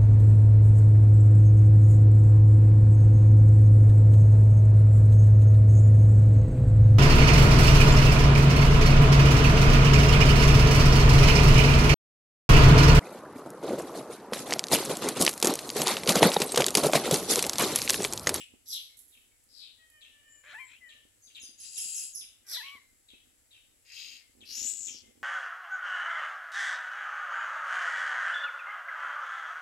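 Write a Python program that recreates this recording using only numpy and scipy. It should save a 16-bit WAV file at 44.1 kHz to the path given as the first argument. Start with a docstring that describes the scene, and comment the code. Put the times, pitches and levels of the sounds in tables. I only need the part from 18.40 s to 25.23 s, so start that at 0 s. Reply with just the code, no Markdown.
"""A low churr dies away and a twig knocks as a myna lands on its nest with food; falling squawks follow.
Nestlings peep in twin falling whistles and beg in rasps: uneven pulses ringing a moving throat resonance.
Adults whine in harmonics and chip in down-sweeps. Twigs ring damped modes and brush in bursts of noise.
A rooster crows faintly, as harmonics through a throat, over a wash of coloured noise."""
import sys
import numpy as np
from scipy import signal
from scipy.fft import rfft, irfft, next_fast_len
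from scipy.io import wavfile
from scipy.ndimage import uniform_filter1d

SR = 44100
rng = np.random.default_rng(int(sys.argv[2]) if len(sys.argv) > 2 else 0)


def transcribe(u):
    """Save the signal u as a 16-bit wav file named by the first command-line argument.

    u: samples, shape (n,) or (channels, n), limited to [-1, 1]; the rate is SR.
    q: integer samples, one column per channel.
    """
    v = np.clip(np.atleast_2d(u).T, -1, 1)
    q = np.round(v * 32767).astype(np.int16)
    wavfile.write(sys.argv[1], SR, q)


N = 301203
TIME = np.arange(N) / SR


def from_db(db):
    """Amplitude ratio of a level in dB."""
    return 10 ** (np.asarray(db) / 20)


def rms_one(x):
    """Scale to unit RMS."""
    return x / np.sqrt(np.mean(np.abs(x) ** 2) + 1e-20)


def at_hz(points, hz):
    """Gain of a spectrum table at any frequency, interpolated in dB over log frequency."""
    f, db = np.transpose(points)
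    return from_db(np.interp(np.log(hz + 1), np.log(f), db))


def colour(x, points, skirt_db=30):
    """Filter by a spectrum table that falls by skirt_db an octave beyond its ends."""
    low_hz, low_db = points[0]
    high_hz, high_db = points[-1]
    closed = [(low_hz / 2, low_db - skirt_db), *points, (high_hz * 2, high_db - skirt_db)]
    length = x.shape[-1]
    size = next_fast_len(length + 512)
    gains = at_hz(closed, np.arange(size // 2 + 1) * SR / size)
    return irfft(rfft(x, size) * gains, size)[..., :length]


def low_pass(x, hz):
    """Second-order Butterworth low-pass."""
    sos = signal.butter(2, min(hz, SR / 3), fs=SR, output="sos")
    return signal.sosfilt(sos, x + 1e-18)


def waver(size, hz):
    """Random motion up to a given rate, spread 1."""
    return rms_one(low_pass(rng.standard_normal(size + 4096), hz)[-size:])


def follow(rows):
    """Start time, a 6 ms fade at both ends, and every column sample by sample."""
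    s, *columns = np.transpose(rows)
    t = np.arange(s[0], s[-1], 1 / SR)
    fade = np.clip(np.minimum(t - t[0], t[-1] - t) / .006, 0, 1)
    return (s[0], fade, *[np.interp(t, s, c) for c in columns])


def place(start, x):
    """Put a sound on the scene's time line."""
    lead = np.zeros(max(int(start * SR), 0))
    return np.concatenate([lead, x, np.zeros(N)])[:N]


def turn(hz):
    """Phase in radians of a moving pitch."""
    return 2 * np.pi * np.cumsum(hz) / SR


SWELL_DEPTH_DB, SWELL_POWER = 25, 1.9


def swell(start, attack, release, peak_db, from_hz, to_hz, *held, count=12):
    """One arch of effort with a steady glide, as rows (s, dB, Hz, any held values)."""
    arch = np.linspace(-1, 1, 2 * count + 1)
    t = attack + arch * np.where(arch < 0, attack, release)
    db = peak_db - SWELL_DEPTH_DB * np.abs(arch) ** SWELL_POWER
    hz = from_hz * (to_hz / from_hz) ** (t / (attack + release))
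    return [(*point, *held) for point in zip(start + t, db, hz)]


def rasp(rows, tone, pulse_hz, width_hz, rattle_db, hiss, gain_db,
         slowing=.3, jitter=.25, uneven_db=1.0, closing_db=0):
    """Uneven syrinx pulses, slower as effort drops, ring a moving throat resonance and a broad rattle."""
    start, fade, db, throat_hz = follow(rows)
    size = len(db)
    effort = from_db(slowing * (db - db.max()))
    rate_hz = pulse_hz * effort * np.exp(jitter * waver(size, 200))
    snaps = np.diff(np.floor(np.cumsum(rate_hz) / SR), prepend=0)
    snaps = snaps * from_db(uneven_db * rng.standard_normal(size)) * np.sqrt(SR / rate_hz)
    # a hissy start, a creaky end
    drive = snaps + hiss * np.linspace(1, 0, size) * rng.standard_normal(size)

    scattered = drive * np.exp(2j * np.pi * rng.random(size))
    throat = rms_one(low_pass(low_pass(scattered, width_hz / 2), width_hz))
    ring = np.sqrt(2) * np.real(throat * np.exp(1j * turn(throat_hz)))

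    puffs = np.sqrt(np.abs(low_pass(drive ** 2, 620))) * rng.standard_normal(size)
    # positive closing_db: the rattle fades as the beak closes
    gape_db = rattle_db + closing_db * np.linspace(.5, -.5, size)
    voice = ring + from_db(gape_db) * rms_one(colour(puffs, tone))
    voice = voice / np.sqrt(uniform_filter1d(voice ** 2, size=800) + 1e-6)   # level out before the envelope
    return place(start, voice * fade * from_db(db + gain_db))


def chirps(rows, rough, flutter_hz, bend, rise):
    """Whistles that drop fast and level out, with a fluttering pitch and an octave overtone."""
    out = 0
    for start, length, from_hz, to_hz, db, octave_db in rows:
        u = np.linspace(0, 1, int(length * SR))
        drop_hz = from_hz - to_hz
        pitch = to_hz + drop_hz * (1 - u) ** bend
        phase = turn(pitch + rough * drop_hz * waver(len(u), flutter_hz))
        envelope = np.minimum(u / rise, 1) * np.sqrt(1 - u)
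        envelope = envelope * from_db(4.34 * waver(len(u), 270))
        tone = np.sin(phase) + from_db(octave_db) * np.sin(2 * phase)
        out = out + place(start, from_db(db) * envelope * tone)
    return out


def call(rows, throat, gain_db, shake=0.137, shimmer_db=7, count=14):
    """A harmonic voice through a throat; roughness shakes its pitch and strength."""
    start, fade, db, hz, rough = follow(rows)
    size = len(hz)
    phase = turn(hz * (1 + shake * rough * waver(size, 446)))
    orders = np.arange(1, count + 1)[:, None]
    gains = at_hz(throat, orders * hz)
    voice = np.sum(gains * np.sin(orders * phase), axis=0)
    voice = voice / np.sqrt(np.sum(gains ** 2, axis=0) / 2)
    shimmer = shimmer_db * rough * (waver(size, 340) - rough / 2)
    return place(start, voice * fade * from_db(db + gain_db + shimmer))


def yard(x, early_db, tail_db, t60, scatter_s=0.003, pan_db=0, lag_size=0):
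    """Direct sound, quick scatter from the branches and a tail from the walls, different at each port."""
    t = TIME[:32768]
    early, tail = rng.standard_normal((2, 2, len(t)))
    early = early * np.exp(-t / scatter_s)
    tail = tail * np.minimum(t / 0.033, 1) * from_db(-60 * t / t60)
    echoes = from_db(early_db) * rms_one(early) + from_db(tail_db) * rms_one(tail)
    echoes = echoes / np.sqrt(len(t))
    direct = np.array([np.roll(x, lag_size), x])   # lag in samples, left port
    heard = direct + signal.fftconvolve(x[None], echoes, axes=1)[:, :N]
    pan = from_db(np.array([[pan_db], [-pan_db]]) / 2)
    return heard * pan / np.hypot(1, from_db(early_db) / 2)


# Begging rasps. Each row: time in s, level in dB before the voice gain, throat resonance in Hz.
# The resonance climbs as the beak opens; the third rasp then sinks and slows.
BEG_1 = [(3.18, -62, 4930), (3.255, -46.5, 5120), (3.31, -49.5, 6200), (3.4, -39.5, 7370), (3.6, -40, 7310),
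         (3.66, -43, 7700), (3.735, -55.5, 6980)]
BEG_2 = [(5.445, -68, 2494), (5.52, -51.5, 2400), (5.6, -44, 3295), (5.77, -52.5, 2890),
         (5.83, -66.5, 2186)]
BEG_3 = [(6.05, -62, 4600), (6.11, -44, 4994), (6.17, -38.5, 6190), (6.24, -37, 6490), (6.295, -35.5, 7470),
         (6.35, -45, 7410), (6.475, -41.5, 6900), (6.585, -52.5, 5320), (6.625, -63, 5060)]
# Rattle spectra of the three rasps. Each row: frequency in Hz, gain in dB.
BEG_1_TONE = [(1500, -28), (2000, -28.5), (2700, -9), (4100, -13), (5050, -4.5), (5800, -20), (7700, 4),
              (9100, -11), (10800, 0), (11500, -19), (12400, -37), (15000, -13)]
BEG_2_TONE = [(1200, -18.5), (1750, -22), (2200, -2.5), (2900, -4), (4500, 2), (5200, 4), (5800, -5),
              (6600, 2), (7400, -15.5), (8600, -11), (9600, -20), (12500, -25.5), (14300, -5), (15500, -26)]
BEG_3_TONE = [(1300, -16), (1900, -13), (2700, 1), (3600, 2), (4500, -1), (5600, 7.5), (8000, -14),
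              (9500, -10), (11400, -6), (12800, -10), (15500, -13)]
# Right-channel tone of the begging: thinner near 5 kHz, brighter at 11 kHz.
# Each row: frequency in Hz, gain in dB.
RIGHT_BEG_TONE = [(3000, 0), (5100, -9), (6600, 0), (8500, -3.5), (11000, 4)]


def begging():
    """Two nestling rasps from deep in the cup, then one with the beak raised, slowing to a creak."""
    deep = rasp(BEG_1, BEG_1_TONE, pulse_hz=514.0, width_hz=3020, rattle_db=1, hiss=1.0, gain_db=-2.5)
    deep = deep + rasp(BEG_2, BEG_2_TONE, pulse_hz=359, width_hz=990, rattle_db=5.5, hiss=1.0,
                       gain_db=-2, uneven_db=0, closing_db=0.5)
    raised = rasp(BEG_3, BEG_3_TONE, pulse_hz=640, width_hz=1480, rattle_db=-13, hiss=0.75,
                  gain_db=1.5, slowing=0.38, jitter=0.3, uneven_db=3, closing_db=17.5)
    deep = yard(deep, early_db=1.5, tail_db=-8.0, t60=0.52, scatter_s=0.0036, pan_db=-1)
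    raised = yard(raised, early_db=-3.5, tail_db=-12, t60=0.49, scatter_s=0.003, pan_db=-3.0)
    left, right = deep + raised
    return np.array([left, colour(right, RIGHT_BEG_TONE, skirt_db=3)])


# Nestling peeps in a steady rhythm.
# Each row: start in s, high voice level in dB, low voice level in dB, low voice start pitch in Hz.
PEEPS = [(2.814, -57, -66.5, 5110), (2.995, -50, -55, 5365), (3.177, -50.5, -53.5, 5500),
         (3.352, -49.5, -45.5, 5654), (3.536, -43.5, -47, 5680), (3.724, -47, -46.5, 5715)]
# a fall is a share of the starting pitch
HIGH_VOICE_HZ, HIGH_VOICE_S, HIGH_FALL, HIGH_OCTAVE_DB = 6834, 0.075, 0.085, -15.5
LOW_VOICE_LAG_S, LOW_VOICE_S, LOW_FALL, LOW_OCTAVE_DB = 0.019, 0.072, 0.125, 3


def peeps():
    """Each peep is two hoarse falling whistles; the later, low one carries a strong octave."""
    high_end_hz = HIGH_VOICE_HZ * (1 - HIGH_FALL)
    high = [(s, HIGH_VOICE_S, HIGH_VOICE_HZ, high_end_hz, db, HIGH_OCTAVE_DB) for s, db, _, _ in PEEPS]
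    low = [(s + LOW_VOICE_LAG_S, LOW_VOICE_S, hz, hz * (1 - LOW_FALL), db, LOW_OCTAVE_DB)
           for s, _, db, hz in PEEPS]
    return (chirps(high, rough=0.29, flutter_hz=950, bend=2.23, rise=0.2)
            + chirps(low, rough=0.16, flutter_hz=950, bend=2.0, rise=0.13))


# Falling squawks of two adults. Each row: start in s, attack in s, release in s,
# peak in dB before the voice gain, start and end resonance in Hz, pulses per s at full effort, caller.
SQUAWKS = [(0.253, 0.08, 0.092, -36, 5787, 2907, 250, "near"),
           (1.08, 0.148, 0.1, -49, 5486, 3106, 282, "far"),
           (4.06, 0.083, 0.066, -35.5, 5710, 3330, 300, "near")]
# whistle at the peak of each squawk
CORE_LEAD_S, CORE_S, CORE_FROM_HZ, CORE_TO_HZ, CORE_OCTAVE_DB = 0.02, 0.0554, 4100, 3856, -21


def squawks(caller, tone, gain_db, **voice):
    """Harsh calls: the resonance slides down as the beak closes, locking briefly into a whistle."""
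    out = 0
    for start, attack, release, db, from_hz, to_hz, pulse_hz, who in SQUAWKS:
        if who == caller:
            rows = swell(start, attack, release, db, from_hz, to_hz)
            out = out + rasp(rows, tone, pulse_hz, gain_db=gain_db, **voice)
            core_start = start + attack - CORE_LEAD_S
            core = (core_start, CORE_S, CORE_FROM_HZ, CORE_TO_HZ, db + gain_db, CORE_OCTAVE_DB)
            out = out + chirps([core], rough=0.53, flutter_hz=800, bend=1.49, rise=0.35)
    return out


# Low churr, already dying away at the start: a negative attack puts its peak before time zero.
# One row: start in s, attack in s, release in s, peak in dB before the voice gain, start and end Hz.
CHURR = (0.0, -0.094, 0.147, -39, 2956, 2845)
# Rattle spectra of churr and near squawk. Each row: frequency in Hz, gain in dB.
CHURR_TONE = [(880, -65), (1500, -40), (2140, -21), (2350, -26), (2530, -6), (2940, 1.5), (3540, -15),
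              (6270, -18), (6630, -21), (8140, -6.5), (9370, -42), (10900, -11), (14000, -62)]
SQUAWK_TONE = [(2000, -35), (2700, -34), (3600, -7), (4600, -1), (6000, 6.5), (6900, -11.5), (8000, -5),
               (9300, -12), (10300, -8), (11600, 2), (13000, -16), (14200, -13)]


def near_adult():
    """A pulsed churr dying away, then the near adult's bright rasping squawks."""
    churr = rasp(swell(*CHURR), CHURR_TONE, pulse_hz=299.3, width_hz=1200, rattle_db=6, hiss=1.0, gain_db=3.0)
    return churr + squawks("near", SQUAWK_TONE, width_hz=840, rattle_db=1.0, hiss=0.81,
                           gain_db=-3.0, closing_db=43)


# Rattle spectrum of the far squawk. Each row: frequency in Hz, gain in dB.
SCOLD_TONE = [(2000, -44), (2800, -23), (3800, -3), (5000, 3), (6100, -9), (7900, -14), (9300, -8),
              (11300, -11), (14000, -35)]


def far_adult():
    """The far adult's squawk, a pulsed rasp with its own rattle."""
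    return squawks("far", SCOLD_TONE, width_hz=1120, rattle_db=-7, hiss=.8, gain_db=-6, closing_db=43)


# Clear calls breaking from a low growl up into a whine.
# Each row: time in s, level in dB before the voice gain, pitch in Hz, roughness 0-1.
CALL_1 = [(2.035, -60, 479, 0.69), (2.075, -57.5, 610.3, 0.44), (2.125, -57.5, 572.4, 0.17),
          (2.147, -46, 871, 0.41), (2.17, -48, 873, 0.04), (2.2, -49.5, 1047, 0.11),
          (2.25, -54.5, 1034, 0.01), (2.28, -67, 983, 0)]
CALL_2 = [(4.045, -76.5, 401.8, 0.38), (4.115, -60, 388, 0.28), (4.128, -59.5, 744.5, 0.62),
          (4.16, -54.5, 556, 0.16), (4.175, -50, 987, 0.12), (4.192, -49, 995, 0.16),
          (4.213, -48.5, 841, 0.12), (4.24, -53.5, 1086, 0.13), (4.348, -53.5, 1145, 0.16),
          (4.39, -60.5, 967, 0.12)]
# Throat spectrum. Each row: frequency in Hz, gain in dB.
CALL_THROAT = [(400, -14.5), (700, -11.5), (1050, -12), (1400, -5.5), (1750, -0.5), (2200, -6), (2700, -11),
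               (3300, -19.5), (4100, -30), (5200, -33), (9000, -28.5)]
# Second side of the syrinx. Each row: start in s, attack in s, release in s,
# peak in dB before the voice gain, start and end pitch in Hz, roughness 0-1.
SECOND_VOICE = [(2.175, 0.0344, 0.062, -40, 2500, 2170, 0.17), (2.4, 0.029, 0.117, -45.5, 2100, 1750, 0.1),
                (2.31, 0.0544, 0.04, -49.5, 2200, 3200, 0.3), (4.19, 0.0885, 0.0606, -39, 2650, 2920, 0.49)]
# Gritty rasps that open and close a call. Each row: start in s, attack in s, release in s,
# peak in dB before the voice gain, start and end resonance in Hz.
CALL_GRIT = [(2.03, 0.081, 0.065, -49.5, 2130, 1400), (2.241, 0.08, 0.085, -54.5, 2100, 2860)]
# Rattle spectrum of the grit. Each row: frequency in Hz, gain in dB.
GRIT_TONE = [(900, -20), (1300, -14), (2300, -3), (3100, 0), (4100, -6), (4800, -21), (7000, -14.5)]


def clear_calls():
    """Harmonic adult whines, with the second voice and the grit that go with them."""
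    voice = call(CALL_1, CALL_THROAT, gain_db=-0.5) + call(CALL_2, CALL_THROAT, gain_db=0)
    second = sum(call(swell(*note), CALL_THROAT, gain_db=-9.5, count=1) for note in SECOND_VOICE)
    grit = sum(rasp(swell(*note), GRIT_TONE, pulse_hz=387, width_hz=660, rattle_db=0.5, hiss=1.0,
                    gain_db=-3.5) for note in CALL_GRIT)
    return voice + second + grit


# Short adult chips. Each row: start in s, length in s, level in dB.
CHIPS = [(0.717, 0.076, -62.5), (1.607, 0.077, -57), (2.487, 0.054, -56.5), (2.868, 0.058, -62.5),
         (2.946, 0.059, -52), (3.362, 0.042, -50.5), (3.805, 0.044, -51), (4.682, 0.08, -59.5),
         (5.106, 0.08, -61), (6.004, 0.052, -57.5), (6.467, 0.039, -49.5)]
CHIP_FROM_HZ, CHIP_TO_HZ, CHIP_OCTAVE_DB = 4050, 2628, -15


def chips():
    """An adult's quick rough whistles, all on the same downward sweep."""
    rows = [(s, length, CHIP_FROM_HZ, CHIP_TO_HZ, db, CHIP_OCTAVE_DB) for s, length, db in CHIPS]
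    return chirps(rows, rough=0.19, flutter_hz=1070, bend=1.7, rise=0.093)


# Faint whistles. Each row: start in s, length in s, start pitch in Hz, level in dB.
WHISTLES = [(0.485, 0.068, 2230, -72.5), (0.91, 0.035, 2280, -76), (1.878, 0.15, 7350, -61.5),
            (2.1, 0.2, 7960, -73), (2.239, 0.064, 7760, -60.5), (2.443, 0.12, 7420, -72.5),
            (4.382, 0.127, 2138, -70.5), (5.8, 0.112, 2160, -75), (6.628, 0.1, 2140, -73.5)]
WHISTLE_FALL, WHISTLE_OCTAVE_DB = 0.035, -26   # fall is a share of the starting pitch


def whistles():
    """Thin, nearly level notes that barely sink."""
    rows = [(s, length, hz, hz * (1 - WHISTLE_FALL), db, WHISTLE_OCTAVE_DB) for s, length, hz, db in WHISTLES]
    return chirps(rows, rough=0.43, flutter_hz=600, bend=1.44, rise=0.22)


# Firmer steps on the nest. Each row: time in s, level in dB before knock_db.
KNOCKS = [(0.135, -53.5), (2.649, -61.5), (3.031, -59), (3.089, -61), (3.454, -60), (4.349, -59),
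          (4.732, -56.5), (6.107, -65), (6.216, -52.5), (6.248, -51), (6.543, -57), (6.692, -60)]
# Modes of the twig bowl. Each row: frequency in Hz, level in dB, 60 dB decay time in s.
NEST_MODES = [(83.5, -34, 0.29), (247, -4.5, 0.038), (304, -1, 0.021), (391, -4, 0.023)]
# Creaking, stronger once the parent leans in to feed. Each row: time in s, level in dB before creak_db.
SHUFFLE = [(0, -70.5), (0.3, -78.5), (3.0, -80), (5.85, -78), (5.98, -66), (6.46, -68), (6.82, -63)]
# Path through the branch to the microphone. Each row: frequency in Hz, gain in dB.
BRANCH_PATH = [(40, -8), (95, 0), (165, -15), (230, 1), (330, 1.5), (480, -3), (800, 3), (1600, -13)]


def nest_knocks(knock_db, creak_db, creaks_per_s):
    """Steps and small random slips ring the dull modes of the twig bowl, heard through the branch."""
    steps = np.zeros(N)
    for s, db in KNOCKS:
        steps[int((s + .003) * SR)] = from_db(db + knock_db)
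    slips = (rng.random(N) < creaks_per_s / SR) * rng.standard_normal(N)
    t = TIME[:4096]
    bowl = sum(from_db(db - 60 * t / t60) * np.sin(2 * np.pi * hz * t) for hz, db, t60 in NEST_MODES)
    shuffle_db = np.interp(TIME, *np.transpose(SHUFFLE)) + creak_db
    creaks = rms_one(signal.fftconvolve(slips, bowl)[:N]) * from_db(shuffle_db)
    knocks = signal.fftconvolve(steps, bowl)[:N]
    return colour(knocks + creaks, BRANCH_PATH)


# Twig snaps and feather brushes. Each row: start in s, level in dB, decay time constant in s.
BRUSHES = [(0.57, -53, 0.023), (0.59, -52, 0.016), (0.68, -62, 0.094), (1.038, -64, 0.0047),
           (1.501, -53.5, 0.0031), (2.962, -58.5, 0.0083)]
# Scrape spectrum. Each row: frequency in Hz, gain in dB.
BRUSH_TONE = [(1200, -70), (3500, -16.5), (6000, -14), (8000, -6.5), (9300, -8), (11000, 3.5), (13000, -8),
              (15500, -9)]


def brushes():
    """Claws and feathers on dry twigs: short decaying bursts of bright noise."""
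    force = sum(place(s, from_db(db) * np.exp(-TIME[:16384] / decay)) for s, db, decay in BRUSHES)
    return force * rms_one(colour(rng.standard_normal(N), BRUSH_TONE))


# Syllables of the distant crow.
# Each row: start in s, attack in s, release in s, peak in dB before the voice gain, start pitch in Hz.
CROW = [(1.369, 0.042, 0.093, -66, 640), (1.469, 0.105, 0.063, -63.5, 621.3),
        (1.69, 0.073, 0.14, -67.5, 596), (1.8, 0.086, 0.22, -64.5, 610), (2.399, 0.095, 0.077, -63, 614.7),
        (2.52, 0.035, 0.12, -70, 596)]
# Rooster's throat spectrum. Each row: frequency in Hz, gain in dB.
CROW_THROAT = [(600, -27.5), (1200, -28.5), (1800, -10.5), (2400, -22), (3000, -15.5), (3700, -24),
               (5000, -29)]
CROW_SAG_HZ_PER_S, CROW_ROUGH = 119.4, 0.1


def crow():
    """A far rooster: five harmonics through a throat, each syllable swelling and sagging in pitch."""
    out = 0
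    for s, attack, release, db, hz in CROW:
        end_hz = hz - CROW_SAG_HZ_PER_S * (attack + release)
        rows = swell(s, attack, release, db, hz, end_hz, CROW_ROUGH)
        out = out + call(rows, CROW_THROAT, gain_db=-1.5, count=5)
    return out


# Spectra of the outdoor wash and the treble hiss. Each row: frequency in Hz, gain in dB.
AIR = [(15, -17), (25, 3), (110, -3.5), (160, -24), (198, -26), (289, -10.5), (433, -17), (469, -9.5),
       (1110, -23), (1200, -19), (2120, -13), (2490, -18), (3630, -20.5), (7300, -10.5), (15500, -16.5)]
AIR_TREBLE = [(5500, -43), (6800, -26), (7700, 0.5), (9200, -6.5), (11000, -1.5), (12800, -36)]


def air(level_db, treble_db):
    """Quiet outdoor wash of partly shared noise, plus a separate treble hiss in each port."""
    left, right, shared = rng.standard_normal((3, N))
    wash = rms_one(colour(np.array([left, right]) + .5 * shared, AIR))
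    wash = wash * from_db(level_db + .5 * waver(N, 21))
    treble = rms_one(colour(rng.standard_normal((2, N)), AIR_TREBLE))
    return wash + from_db(treble_db) * treble


def scene():
    """Nestlings, adults, nest and distant crow, each with its own echoes, over dry air noise."""
    knocks = nest_knocks(knock_db=5.5, creak_db=0.5, creaks_per_s=110)
    return (begging()
            + yard(peeps(), early_db=4.5, tail_db=3.5, t60=0.36, pan_db=1.5)
            + yard(near_adult(), early_db=4.5, tail_db=-1.0, t60=0.45, scatter_s=0.0075, pan_db=-2.5)
            + yard(far_adult(), early_db=9.0, tail_db=4.5, t60=0.45, pan_db=1.5)
            + yard(clear_calls(), early_db=-5.0, tail_db=-10.5, t60=0.32)
            + yard(chips(), early_db=0.5, tail_db=2, t60=0.56, scatter_s=0.011, lag_size=-19)
            + yard(whistles(), early_db=-2, tail_db=-0.5, t60=0.29, pan_db=2.5)
            + yard(knocks, early_db=-3.5, tail_db=-12.0, t60=0.36, scatter_s=0.012, pan_db=-4.5, lag_size=25)
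            + yard(brushes(), early_db=0.5, tail_db=-2.0, t60=0.33)
            + yard(crow(), early_db=-2.5, tail_db=-1, t60=0.48, lag_size=-20)
            + air(level_db=-69.5, treble_db=-74.5))


# Resonances of the two microphone ports. Each row: frequency in Hz, gain in dB.
LEFT_PORT = [(110, 0), (165, 5.5), (220, -4), (330, 0.5), (700, 0.5), (3000, 4.5), (5000, 4), (6300, 0.5),
             (7600, 7.5), (9000, -1), (10000, -13.5), (11300, -17), (13000, -10.5), (15500, -8)]
RIGHT_PORT = [(110, 6), (165, 7), (220, -1), (330, 0.5), (700, 0.5), (3000, 1), (5000, -4.5), (6300, -4),
              (7500, -11), (9000, -6), (10000, 2.5), (11300, 6.5), (13000, -2), (15500, -15)]
CUTOFF_HZ = 15750


def record(dry, self_noise_db=-75):
    """Each port colours its channel, the capsules add faint hiss; the top is cut."""
    left = colour(dry[0], LEFT_PORT, skirt_db=0.0)
    right = colour(dry[1], RIGHT_PORT, skirt_db=4.5)
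    ports = np.array([left, right]) + from_db(self_noise_db) * rng.standard_normal((2, N))
    top_cut = signal.ellip(10, .2, 70, CUTOFF_HZ, fs=SR, output="sos")
    return signal.sosfilt(top_cut, ports)


dry = scene()
out = record(dry)
transcribe(out)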